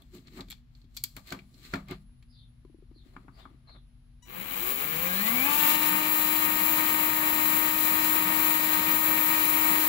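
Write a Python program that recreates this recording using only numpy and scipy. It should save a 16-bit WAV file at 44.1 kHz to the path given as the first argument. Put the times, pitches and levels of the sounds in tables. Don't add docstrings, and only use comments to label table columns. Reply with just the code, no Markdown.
import sys
import numpy as np
from scipy import signal
from scipy.fft import rfft, irfft, next_fast_len
from scipy.io import wavfile
from scipy.ndimage import uniform_filter1d

SR = 44100
rng = np.random.default_rng(int(sys.argv[2]) if len(sys.argv) > 2 else 0)


def unload_wav(signal):
    wavfile.write(
        sys.argv[1],
        SR,
        np.round(np.clip(np.atleast_2d(signal).T, -1, 1) * 32767).astype(np.int16),
    )


N = 435708
TIME = np.arange(N) / SR
FFT_SIZE = next_fast_len(N, True)
HZ = np.fft.rfftfreq(FFT_SIZE, 1 / SR)


def gain_of(db):
    return 10 ** (np.asarray(db) / 20)


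def curve(points):
    f, *columns = np.transpose(points)
    return np.squeeze([np.interp(np.log(HZ + 1), np.log(f + 1), c) for c in columns])


def follow(rows):
    times, values = np.transpose(rows)
    gate = uniform_filter1d(1. * ((TIME > times[0]) & (TIME < times[-1])), size=300)
    return gate, np.interp(TIME, times, values)


def humps(modes, hz=HZ):
    return sum(db / (1 + (2 * (hz - f) / width) ** 2) for f, width, db in modes)


def band(lo_hz, hi_hz):
    return 1 / np.sqrt((1 + (lo_hz / (HZ + 1)) ** 6) * (1 + (HZ / hi_hz) ** 6))


def coloured(gain, channels=2):
    white = rng.standard_normal((channels, len(HZ), 2)) @ [1, 1j]
    noise = irfft(white * gain, FFT_SIZE)[:, :N]
    return noise / np.sqrt(np.mean(noise ** 2) + 1e-20)


def wobble(lo_hz, hi_hz):
    return coloured(band(lo_hz, hi_hz), channels=1)[0]


def panned(db):
    return gain_of([[db / 2], [-db / 2]])


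def add(mix, start_s, sound):
    part = mix[:, round(start_s * SR):][:, :sound.shape[1]]
    part += sound[:, :part.shape[1]]


# f/Hz, relative level/dB
ROOM_EQ = [(12, -28), (24, -17.5), (38, -2.5), (53, -4), (85, -17.5), (130, -8), (162, -20.5), (196, -28),
           (222, -29), (246, -18), (268, -32.5), (310, -31.5), (344, -43), (4120, -48), (10000, -67.5),
           (10900, -54.5), (15700, -74)]
# f/Hz, left-right likeness
ROOM_LIKENESS = [(60, 0.95), (180, 0.76), (550, -0.5), (1650, 0.2), (4970, -1.4), (15000, -0.2)]


def room_tone():
    left, other = coloured(gain_of(curve(ROOM_EQ)))
    same = np.clip(curve(ROOM_LIKENESS), 0, 1)
    right = same * rfft(left, FFT_SIZE) + np.sqrt(1 - same ** 2) * rfft(other, FFT_SIZE)
    return gain_of(-55) * panned(2.6) * [left, irfft(right, FFT_SIZE)[:N]]


# f/Hz, level/dB
HUM_LINES = [(120, -74.5), (239, -69)]
# t/s, level/dB
WHINE_FADER = [(0, -96), (.9, -102), (1.2, -84), (2.2, -81.5), (3, -87), (4.3, -83.5)]


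def hum(whine_hz=10541):
    _, whine_db = follow(WHINE_FADER)
    lines = sum(gain_of(db) * np.sin(2 * np.pi * hz * TIME) for hz, db in HUM_LINES)
    whine = gain_of(whine_db) * np.sin(2 * np.pi * whine_hz * TIME)
    return np.sqrt(2) * (lines + whine) * gain_of(2 * wobble(2, 17))


# t/s, length/s, from f/Hz, to f/Hz, level/dB
BIRD_CHIRPS = [(2.266, 0.18, 5100, 3950, -66.5), (2.301, 0.18, 3900, 3420, -64.5),
               (2.93, 0.11, 4710, 3360, -66), (3.31, 0.12, 4530, 4820, -67),
               (3.373, 0.079, 3830, 3380, -62), (3.657, 0.097, 4310, 3960, -58),
               (3.727, 0.071, 3900, 3510, -66)]


def bird(reverb_t60=0.2):
    calls = np.zeros((1, N))
    for start, length, from_hz, to_hz, db in BIRD_CHIRPS:
        t = np.arange(0, length, 1 / SR)
        trill = 1 + 0.036 * np.sin(2 * np.pi * 30 * t)
        hz = np.interp(t, [0, length], [from_hz, to_hz]) * trill
        whistle = np.sin(2 * np.pi * np.cumsum(hz) / SR) * signal.windows.tukey(len(t), .8)
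        add(calls, start, gain_of(db) * whistle[None])
    calls *= 0.8 + 1.13 * wobble(18, 280)
    tail = rng.standard_normal((2, 15000)) * gain_of(-60 * np.arange(15000) / SR / reverb_t60)
    return 0.49 * calls + signal.oaconvolve(calls, tail / np.linalg.norm(tail[0]), axes=1)[:, :N]


# f/Hz, relative level/dB
RUB_EQ = [(600, 5.5), (900, 3), (2230, 0.5), (2900, -1), (3400, -0.5), (4400, -1), (5800, -13.5),
          (7500, -12.5), (10000, -23), (12500, -15.5), (15700, -15.5)]
# f/Hz, width/Hz, boost/dB
RUB_MODES = [(652, 71, 8.5), (806, 70, 2.5), (1190, 120, 9.5), (2160, 150, 5), (3490, 200, 0),
             (4140, 190, 7.5), (7630, 395, 5), (11800, 700, 2), (15060, 900, 2.5)]
# f/Hz, width/Hz, boost/dB
HOLLOW_MODE = [(361, 19, 13.5)]
# start t/s, top t/s, end t/s, scrape/dB, hiss/dB, treble/dB, rumble/dB, pan/dB
FINGER_STROKES = [(-.05, .0, 0.1, -68, -78, -81, -72, 9), (0.11, 0.151, 0.26, -63, -61, -57, -46.5, 6),
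                  (0.236, 0.284, 0.3, -69, -60, -76, -59.5, 7.5),
                  (0.267, 0.38, 0.43, -64, -55, -58.5, -46.5, 5.5),
                  (0.36, 0.397, 0.48, -47, -71, -66.5, -45, 6.5),
                  (0.437, 0.513, 0.45, -76.5, -72, -73, -59.5, 6),
                  (0.668, 0.773, 0.95, -84, -77, -75, -86.5, 8.5),
                  (0.935, .95, 1.6, -90, -80.5, -62, -92, 1),
                  (1.154, 1.175, 1.25, -54, -63, -60.5, -65, 13),
                  (1.236, 1.287, 1.45, -63, -51.5, -55, -66, 5.5),
                  (1.31, 1.321, 1.45, -44.5, -58, -69, -43, 5.5),
                  (1.48, 1.598, 1.68, -76.5, -69, -65, -60, 4.5),
                  (1.595, 1.654, 1.78, -76, -52.5, -55.5, -60, 3),
                  (1.666, 1.74, 1.87, -61, -55, -57, -75, 5),
                  (1.729, 1.738, 1.867, -39.5, -62, -74, -40, 7.5),
                  (1.866, 1.917, 1.996, -44, -44.5, -61, -43, 3),
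                  (3.008, 3.066, 3.27, -78, -72, -77, -73, 10), (3.1, 3.145, 3.64, -69, -81, -85, -72, 9),
                  (3.33, 3.4, 3.49, -59, -63, -70, -62, 11), (3.397, 3.453, 3.77, -70.5, -78, -89, -68, 8),
                  (3.655, 3.694, 3.78, -59, -69, -88, -79, 9),
                  (3.727, 3.761, 3.82, -60, -76, -94, -60.5, 10)]
# start t/s, end t/s, scrape/dB, hiss/dB, treble/dB, rumble/dB, pan/dB
HOLDS = [(0, .6, -85, -82.5, -79, -81, 8), (0.903, 2.038, -83, -86, -80.5, -85, 8),
         (2.95, 3.547, -92, -96, -93, -83, 4)]


def rustle():
    rub = gain_of(curve(RUB_EQ) + humps(RUB_MODES))
    grain = gain_of(1.5 * wobble(14, 300))
    scrape = grain * coloured(rub * band(449, 1900))
    hiss = grain * coloured(rub * band(1700, 5100))
    treble = grain * coloured(rub * band(6000, 16000))
    rumble = coloured(band(120, 430) ** 3 * gain_of(humps(HOLLOW_MODE)), channels=1)
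    envelopes = []
    for start, top, end, *_ in FINGER_STROKES:
        dip = np.interp(TIME, [start - .03, start, top, end, end + .037], [4.4, 1.3, .11, 1.6, 2.15])
        envelopes.append(gain_of(-21.5 * dip ** 1.33))
    envelopes += [uniform_filter1d(1. * (TIME > start) * (TIME < end), 2000) for start, end, *_ in HOLDS]
    out = np.zeros((2, N))
    for envelope, row in zip(envelopes, FINGER_STROKES + HOLDS):
        *bands_db, rumble_db, pan_db = row[-5:]
        span = slice(*np.flatnonzero(envelope > envelope.min() + 1e-9)[[0, -1]])
        rubbed = sum(gain_of(db) * noise[:, span] for db, noise in zip(bands_db, (scrape, hiss, treble)))
        out[:, span] += envelope[span] * (panned(pan_db) * rubbed + gain_of(rumble_db) * rumble[:, span])
    return out


HIT_SIZE = 8192
HIT_TIME = np.arange(HIT_SIZE) / SR


def decay(t60):
    return gain_of(-60 * HIT_TIME / t60)


def ring(hz, t60):
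    return np.sin(2 * np.pi * hz * HIT_TIME) * decay(t60) * (1 - np.exp(-HIT_TIME / 0.0015))


# t/s, level/dB, f/Hz
KNOCK_CUES = [(2.65, -42, 360), (2.698, -45, 314), (2.745, -41, 322), (2.786, -47, 305), (2.824, -45, 374),
              (2.913, -44, 317), (2.961, -47, 315), (3.062, -43, 273), (3.249, -45, 280), (3.512, -49, 300),
              (3.545, -47, 261)]


def knocks():
    out = np.zeros((2, N))
    for start, db, hz in KNOCK_CUES:
        add(out, start, gain_of(db) * ring(hz, t60=0.035) * panned(9))
    return out


# f/Hz, width/Hz, boost/dB
SHELL_MODES = [(786, 290, 7), (1216, 1500, 10.5), (1560, 99, 2), (1870, 160, 0.5), (2300, 280, 12),
               (3350, 250, 8), (4570, 3100, 11.5), (4310, 150, 9.5), (5200, 200, -6), (7040, 200, 12),
               (7600, 200, 15), (9700, 600, -12), (12870, 2000, 9)]
# f/Hz, relative level/dB, t60/s
THUMP_MODES = [(104.4, -2.5, 0.13), (160.8, -11.5, 0.52), (180, 0.5, 0.14), (198.7, -8.5, 0.65),
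               (268, 4.5, 0.12), (361, -7, 0.12)]
# t/s, level/dB, brightest f/Hz, roll-off/(dB per octave), snap send/dB, thump send/dB, pan/dB
CLICK_CUES = [(0.02, -46.5, 3580, 29, 0, -7, 0), (0.182, -54, 3000, 13, -11, 9, 8),
              (0.271, -43.5, 4240, 11, -36, -11, 1), (0.406, -32, 3830, 7.5, -30, -6.5, 3),
              (0.484, -48, 3590, 6, -14, -2, 5.5), (0.501, -37, 3420, 10, 2, -15, -1),
              (0.507, -36, 3640, 10, 4, -19, 7), (0.516, -34, 3450, 12, -1, -28, -2),
              (0.524, -37, 3520, 6, -28, -26, 12), (0.75, -49, 4260, 20, -34, -22, 2),
              (0.815, -52, 4210, 14, -23, -14, 3), (0.842, -62, 3750, 13, -22, 8.5, 8),
              (0.9663, -31, 4560, 11.5, 1, -56.5, -0.5), (0.971, -29, 4780, 8.5, -4, -37.5, 7.5),
              (1.038, -20.5, 4780, 10.5, 7, -33.5, 4), (1.165, -33, 2480, 4, 1, -9.5, 0),
              (1.273, -43, 4510, 3, -5, -19, -1), (1.304, -36, 4300, 8, -22, -31, -8),
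              (1.322, -24.5, 1555, 3, -28, -7.5, 2), (1.389, -39, 2460, 14, -37, -12, 4),
              (1.541, -48, 4530, 15, -22, -5, -4), (1.649, -45, 4250, 16, -17, -10, -11),
              (1.7367, -19.5, 1400, 8, -35, -5.5, 2), (1.755, -30.5, 1730, 7, -31, -8.5, 6),
              (1.884, -41, 2180, 6, -9, -19, 4), (1.91, -37, 2170, 15, 1, 7, 1.5),
              (1.923, -38.5, 1480, 8, -34, -2, 10), (2.225, -53, 2600, 8, -14.5, -20, 3),
              (2.649, -58.5, 990, 6, -26, 1, 9), (2.912, -64, 937, 9, -19, -9, 11),
              (3.164, -34, 1224, 17, -43, -8, 6), (3.281, -42.5, 1206, 23, -39, -2.5, 11),
              (3.453, -39.5, 1170, 25, -41, -7, 8)]


def clicks(ping_cycles=70):
    out, hz = np.zeros((2, N)), np.fft.rfftfreq(HIT_SIZE, 1 / SR)
    noises = rfft(rng.standard_normal((len(CLICK_CUES), 2, HIT_SIZE)))
    shell = gain_of(humps(SHELL_MODES, hz)) / (1 + (500 / (hz + 1)) ** 4)
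    thump = sum(gain_of(db) * ring(f, t60) for f, db, t60 in THUMP_MODES)
    thump /= abs(thump).max()
    attack = (1 - np.exp(-HIT_TIME / .0012)) ** 2
    envelope = attack * (gain_of(13) * decay(.01) + decay(.051) + gain_of(-15) * decay(.23))
    for (start, db, bright_hz, slope_db, snap_db, thump_db, pan_db), noise in zip(CLICK_CUES, noises):
        spectrum = (noise + 0.13 * noise[::-1]) * shell
        focus_db = humps([(bright_hz, 300, 2.5)], hz) - slope_db * abs(np.log2((hz + 50) / bright_hz))
        body = irfft(spectrum * gain_of(focus_db)) * envelope
        snap = irfft(spectrum / (1 + (8000 / (hz + 1)) ** 8)) * envelope * (0.071 + decay(.0078))
        ping = gain_of(-9.5) * ring(bright_hz, ping_cycles / bright_hz)
        click = body / abs(body).max() + ping + gain_of(snap_db) * snap / abs(snap).max()
        add(out, start, gain_of(db) * (click * panned(pan_db) + gain_of(thump_db) * thump))
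    return out


# t/s, level/dB
BUZZ_FADER = [(4.225, -65.5), (4.25, -70), (4.29, -75), (4.345, -76)]
BUZZ_HARMONICS = [0, -4, 2, 0, -12, 3, 1, -5, -5, -15, -16, -20, -20, -17, -9]


def controller(chop_hz=978):
    gate, level_db = follow(BUZZ_FADER)
    cycles = np.cumsum(chop_hz * (1 + 0.0051 * wobble(12, 220))) / SR
    buzz = sum(gain_of(db) * np.cos(2 * np.pi * (k * cycles + rng.random()))
               for k, db in enumerate(BUZZ_HARMONICS, 1))
    return gate * gain_of(level_db) * buzz * panned(12)


# start t/s, end t/s, boost/dB
CHATTER_BOUTS = [(4.275, 4.738, 9), (4.736, 5.148, 4), (5.154, 5.497, 4), (5.496, 5.762, 6),
                 (5.82, 5.905, 5)]
SETTLED_S = np.maximum(TIME - CHATTER_BOUTS[-1][1], 0)


def chatter(edge_s=.025, flutter_db=1.04):
    boost_db = sum(db * (TIME > start) * (TIME < end) for start, end, db in CHATTER_BOUTS)
    boost_db = uniform_filter1d(boost_db, int(edge_s * SR) + 1)
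    return boost_db + flutter_db * np.minimum(abs(boost_db), 1) * wobble(1.3, 14)


def brushes(turns, speed):
    ticks = np.diff(np.floor(3 * turns), prepend=0) * gain_of(2 * rng.standard_normal(N))
    sparking = rng.random(N) < 6 * speed / SR
    sparks = sparking * gain_of(1.3 * np.minimum(rng.exponential(1, N), 4) - 10)
    bursts = signal.lfilter([1], [1, -np.exp(-1 / (0.0018 * SR))], ticks + sparks)
    bursts /= uniform_filter1d(bursts + 1e-9, size=4000)
    rub = .09 + 2.6 * (speed / 310) ** 1.5
    once_a_turn = 1 + 0.19 * np.cos(2 * np.pi * turns)
    envelope = (rub + 0.23 * bursts) * once_a_turn * gain_of(0.49 * wobble(1.4, 36))
    return rng.standard_normal((2, N)) * envelope / np.sqrt(uniform_filter1d(envelope ** 2, size=8000))


FULL_SPEED = 309
# base level/dB, [(speed/(turns/s), width/(turns/s), boost/dB)]
CRITICAL_SPEEDS = [(-24, [(235, 150, 24), (312, 14, 9)]), (-8, [(140, 90, 2), (312, 40, 8)]),
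                   (-3, [(40, 70, -14), (160, 30, -4), (195, 40, 8), (255, 60, 11), (290, 14, 4)]),
                   (-16, [(197, 26, 19), (312, 14, 16)]), (-13, [(312, 36, 13)])]
# f/Hz, width/Hz, boost/dB
SWEPT_MODES = [(195, 30, 4), (260, 30, 11), (384, 50, 11), (520, 50, 12), (870, 52, 9), (1113, 77, 5)]


def run_up(speed, count):
    climb = np.minimum(np.append(speed, FULL_SPEED), FULL_SPEED)
    curves = [base_db + humps(swells, climb) for base_db, swells in CRITICAL_SPEEDS]
    unbalance, poles, ninth, squeal, rest = [gain_of(db[:-1] - db[-1]) for db in curves]
    gains = {k: rest ** (1 if k < 10 else 2.8 if k <= 30 else 1.5) for k in range(1, count + 1)}
    gains.update({1: unbalance, 3: poles, 4: rest ** .55, 21: squeal})
    gains[9] = np.array([ninth, ninth ** .35])
    for k in range(2, 11):
        swept_db = humps(SWEPT_MODES, k * climb)
        gains[k] = gains[k] * gain_of(swept_db[:-1] - swept_db[-1])
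    return gains


# left level/dB, right level/dB
SHAFT_HARMONICS = [(30, 32), (22, 25), (32, 33), (26, 16), (24, 20), (30, 27), (12, 12), (18, 10), (27, 33),
                   (13, 6), (13, 19), (26, 13), (29, 28), (23, 17), (23, 21), (20, 20), (24, 23), (20, 10),
                   (16, 21), (22, 27), (23, 30), (18, 30), (20, 23), (28, 26), (22, 30), (26, 28), (27, 21),
                   (24, 17), (23, 28), (31, 33), (20, 25), (25, 25), (28, 21), (28, 25), (8, 5), (29, 23),
                   (7, 21), (21, 23), (20, 19), (16, 23), (27, 22), (23, 23), (20, 18), (26, 28), (24, 17),
                   (23, 20), (23, 22), (17, 25), (18, 10), (21, 19)]
SHAFT_PHASES = [0.1, 0.3, 1.5, 2.3, -2.7, 2.6, 3.0, 2.7, 3.0, -2.9, -2.1, 2.7, -0.4, -1.4, 0.6, 3.1, -0.9,
                -2.0, 0.8, -1.6, 2.3, 3.0, 0.6, -1.3, 1.8, 1.3, -1.5, -0.1, -1.2, 2.5, -2.9, -1.8, 0.4, 3.1,
                3.0, -1.9, -2.6, -1.8, -1.9, -0.3, -0.8, 2.8, 2.7, -0.6, -1.2, -0.6, -2.7, -2.1, -0.9, -1.5]


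def shaft(turns, gate, speed):
    first = np.argmax(gate > 0)
    spin = np.exp(2j * np.pi * turns[first:])
    gains = run_up(speed[first:], len(SHAFT_HARMONICS))
    lags = dict(enumerate(SHAFT_PHASES, 1))
    gains[9] *= gain_of(-.8 * SETTLED_S[first:])
    lags[9] += .16 * (SETTLED_S[first:] - 2)
    drifts = rng.standard_normal((len(SHAFT_HARMONICS), 120))
    knots = np.linspace(0, len(spin), 120)
    unsettled_db = np.interp(knots, [0, 1.2 * SR, 1.8 * SR], [1.8, 1.8, 0])
    tones = np.zeros((2, N))
    for k, (sides_db, drift) in enumerate(zip(SHAFT_HARMONICS, drifts), 1):
        depth_db = 0.63 + 0.035 * (k - 1) + unsettled_db
        swell = np.interp(np.arange(len(spin)), knots, gain_of(depth_db * drift))
        tone = np.exp(2j * np.pi * rng.random()) * spin ** k
        stereo = np.real([tone, tone * np.exp(-1j * lags[k])])
        tones[:, first:] += gain_of(sides_db)[:, None] * gains[k] * swell * stereo
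    return tones * 2 / np.sqrt(SR) * gain_of(-0.56)


# t/s, speed/(turns/s)
SHAFT_SPEED = [(4.252, 27.0), (4.3, 43), (4.36, 56.3), (4.43, 66), (4.53, 87), (4.632, 115.4), (4.7, 128),
               (4.826, 143.2), (5.15, 187), (5.204, 200.3), (5.25, 213.5), (5.31, 234), (5.398, 256),
               (5.426, 265), (5.465, 284), (5.51, 293.9), (5.584, 300.4), (5.784, 307.4), (5.95, 307.8),
               (6.02, 309.3), (6.44, 310.5), (7.1, 310.7), (7.6, 310.9), (8, 311.4), (8.5, 311.9),
               (8.9, 311.7), (9.2, 312), (9.88, 312.3)]
# f/Hz, level/dB
CAN_EQ_LEFT = [(65, -81.5), (323, -65.5), (420, -74.5), (1130, -63.5), (1561, -66.5), (2336, -62),
               (5706, -77), (7386, -69.5), (8882, -83.5), (9421, -76), (11000, -74), (11900, -72.5),
               (12801, -63), (13500, -69.5), (14158, -76.5), (14800, -65), (15590, -56.5)]
CAN_EQ_RIGHT = [(65, -85.5), (320, -68.5), (420, -77), (1200, -74.5), (1450, -73.5), (2700, -76.5),
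                (3400, -77.5), (4300, -73), (5700, -89.5), (6900, -86.5), (7450, -78), (8000, -94),
                (8900, -97), (9150, -93), (9400, -86.5), (10900, -86), (11850, -72), (13900, -76.5),
                (14150, -87), (15000, -73), (15590, -71)]
# f/Hz, width/Hz, boost/dB
CHASSIS_MODES = [(10120, 170, 3.9), (14200, 380, 2.5), (73.8, 9.4, 20), (159.4, 15, 8.1), (184.8, 27, 12.8),
                 (250, 23, 2.5), (362, 24, 4.1), (497, 29, 6), (570, 14, 4.8), (1161, 182, 7.8),
                 (3450, 500, 0.77), (1505, 51, 3.5), (1990, 600, 1.9), (2180, 93, 4.5), (2393, 73, 8.1),
                 (3060, 27, 3.8), (4330, 49, 2.9)]
# f/Hz, width/Hz, boost/dB
CLIMB_BANDS = [(466, 83, 4), (795, 130, 3), (1657, 53, 5.5), (2940, 330, 5), (3980, 500, 5), (5950, 57, 8)]
# f/Hz, left-right likeness, right lag/rad
SCRAPE_IMAGE = [(101, 0.98, -1), (503, 0.78, -0.5), (1150, 0.87, 2.5), (1735, 0, 4), (2350, 1, 1),
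                (2460, 0, 9), (5640, 0, 15.5), (8500, 0.7, 3.5), (12250, 0.3, 10.5), (12300, 0.8, 10),
                (14440, 0.5, 5), (15250, 0.76, 11)]
# drive at full speed/dB, gain per speed doubling/dB,
# chatter share, cut at the start/dB, recovery time/s, growth once settled/(dB/s)
MOTOR_LAYERS = [(40.32, 6, 0.37, 15, 0.025, 0.26), (38.83, 7, 0.85, 11, 0.19, 0.5),
                (47.07, 5.5, 0.55, 20, 0.1, 0.34), (31.8, 1, 0.52, 14, 0.076, -25)]


def motor(jolt=.0024, wander=.0011):
    gate, speed = follow(SHAFT_SPEED + [(11, SHAFT_SPEED[-1][1])])
    chatter_db = chatter()
    jolts = jolt * np.clip(chatter_db, 0, 1) * wobble(14, 120)
    turns = np.cumsum(speed * gate * (1 + jolts + wander * wobble(2.8, 30))) / SR
    sources = np.vstack([brushes(turns, speed), shaft(turns, gate, speed)]) * gate
    same, lag = curve(SCRAPE_IMAGE)
    can_db = np.array([curve(CAN_EQ_LEFT), curve(CAN_EQ_RIGHT)]) + humps(CHASSIS_MODES)
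    can = gain_of(can_db) * band(63, 30000) ** 2
    low, high = band(1, 3300) ** 2, band(9230, 30000) ** 2
    filters = low, 1 - low - high, high, gain_of(humps(CLIMB_BANDS)) - 1
    running_s = np.maximum(TIME - SHAFT_SPEED[0][0], 0)
    spectrum = 0
    for (db, doubling_db, share, cut_db, recovery_s, growth), layer_eq in zip(MOTOR_LAYERS, filters):
        drive_db = db + doubling_db * np.log2(speed / FULL_SPEED) + share * chatter_db
        drive_db += growth * SETTLED_S - cut_db * np.exp(-running_s / recovery_s)
        drive_db += 0.72 * wobble(0.64, 5.4)
        scrape_left, other, tones_left, tones_right = rfft(sources * gain_of(drive_db), FFT_SIZE)
        scrape_right = same * scrape_left * np.exp(-1j * lag) + np.sqrt(1 - same ** 2) * other
        spectrum += can * layer_eq * np.array([scrape_left + tones_left, scrape_right + tones_right])
    return irfft(spectrum, FFT_SIZE)[:, :N]


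def scene():
    return motor() + controller() + rustle() + clicks() + knocks() + bird() + room_tone() + hum()


def record(dry):
    low_pass = signal.firwin(1601, 15765, window=("kaiser", 8), fs=SR)
    return signal.oaconvolve(dry, low_pass[None], "same")


dry = scene()
out = record(dry)
unload_wav(out)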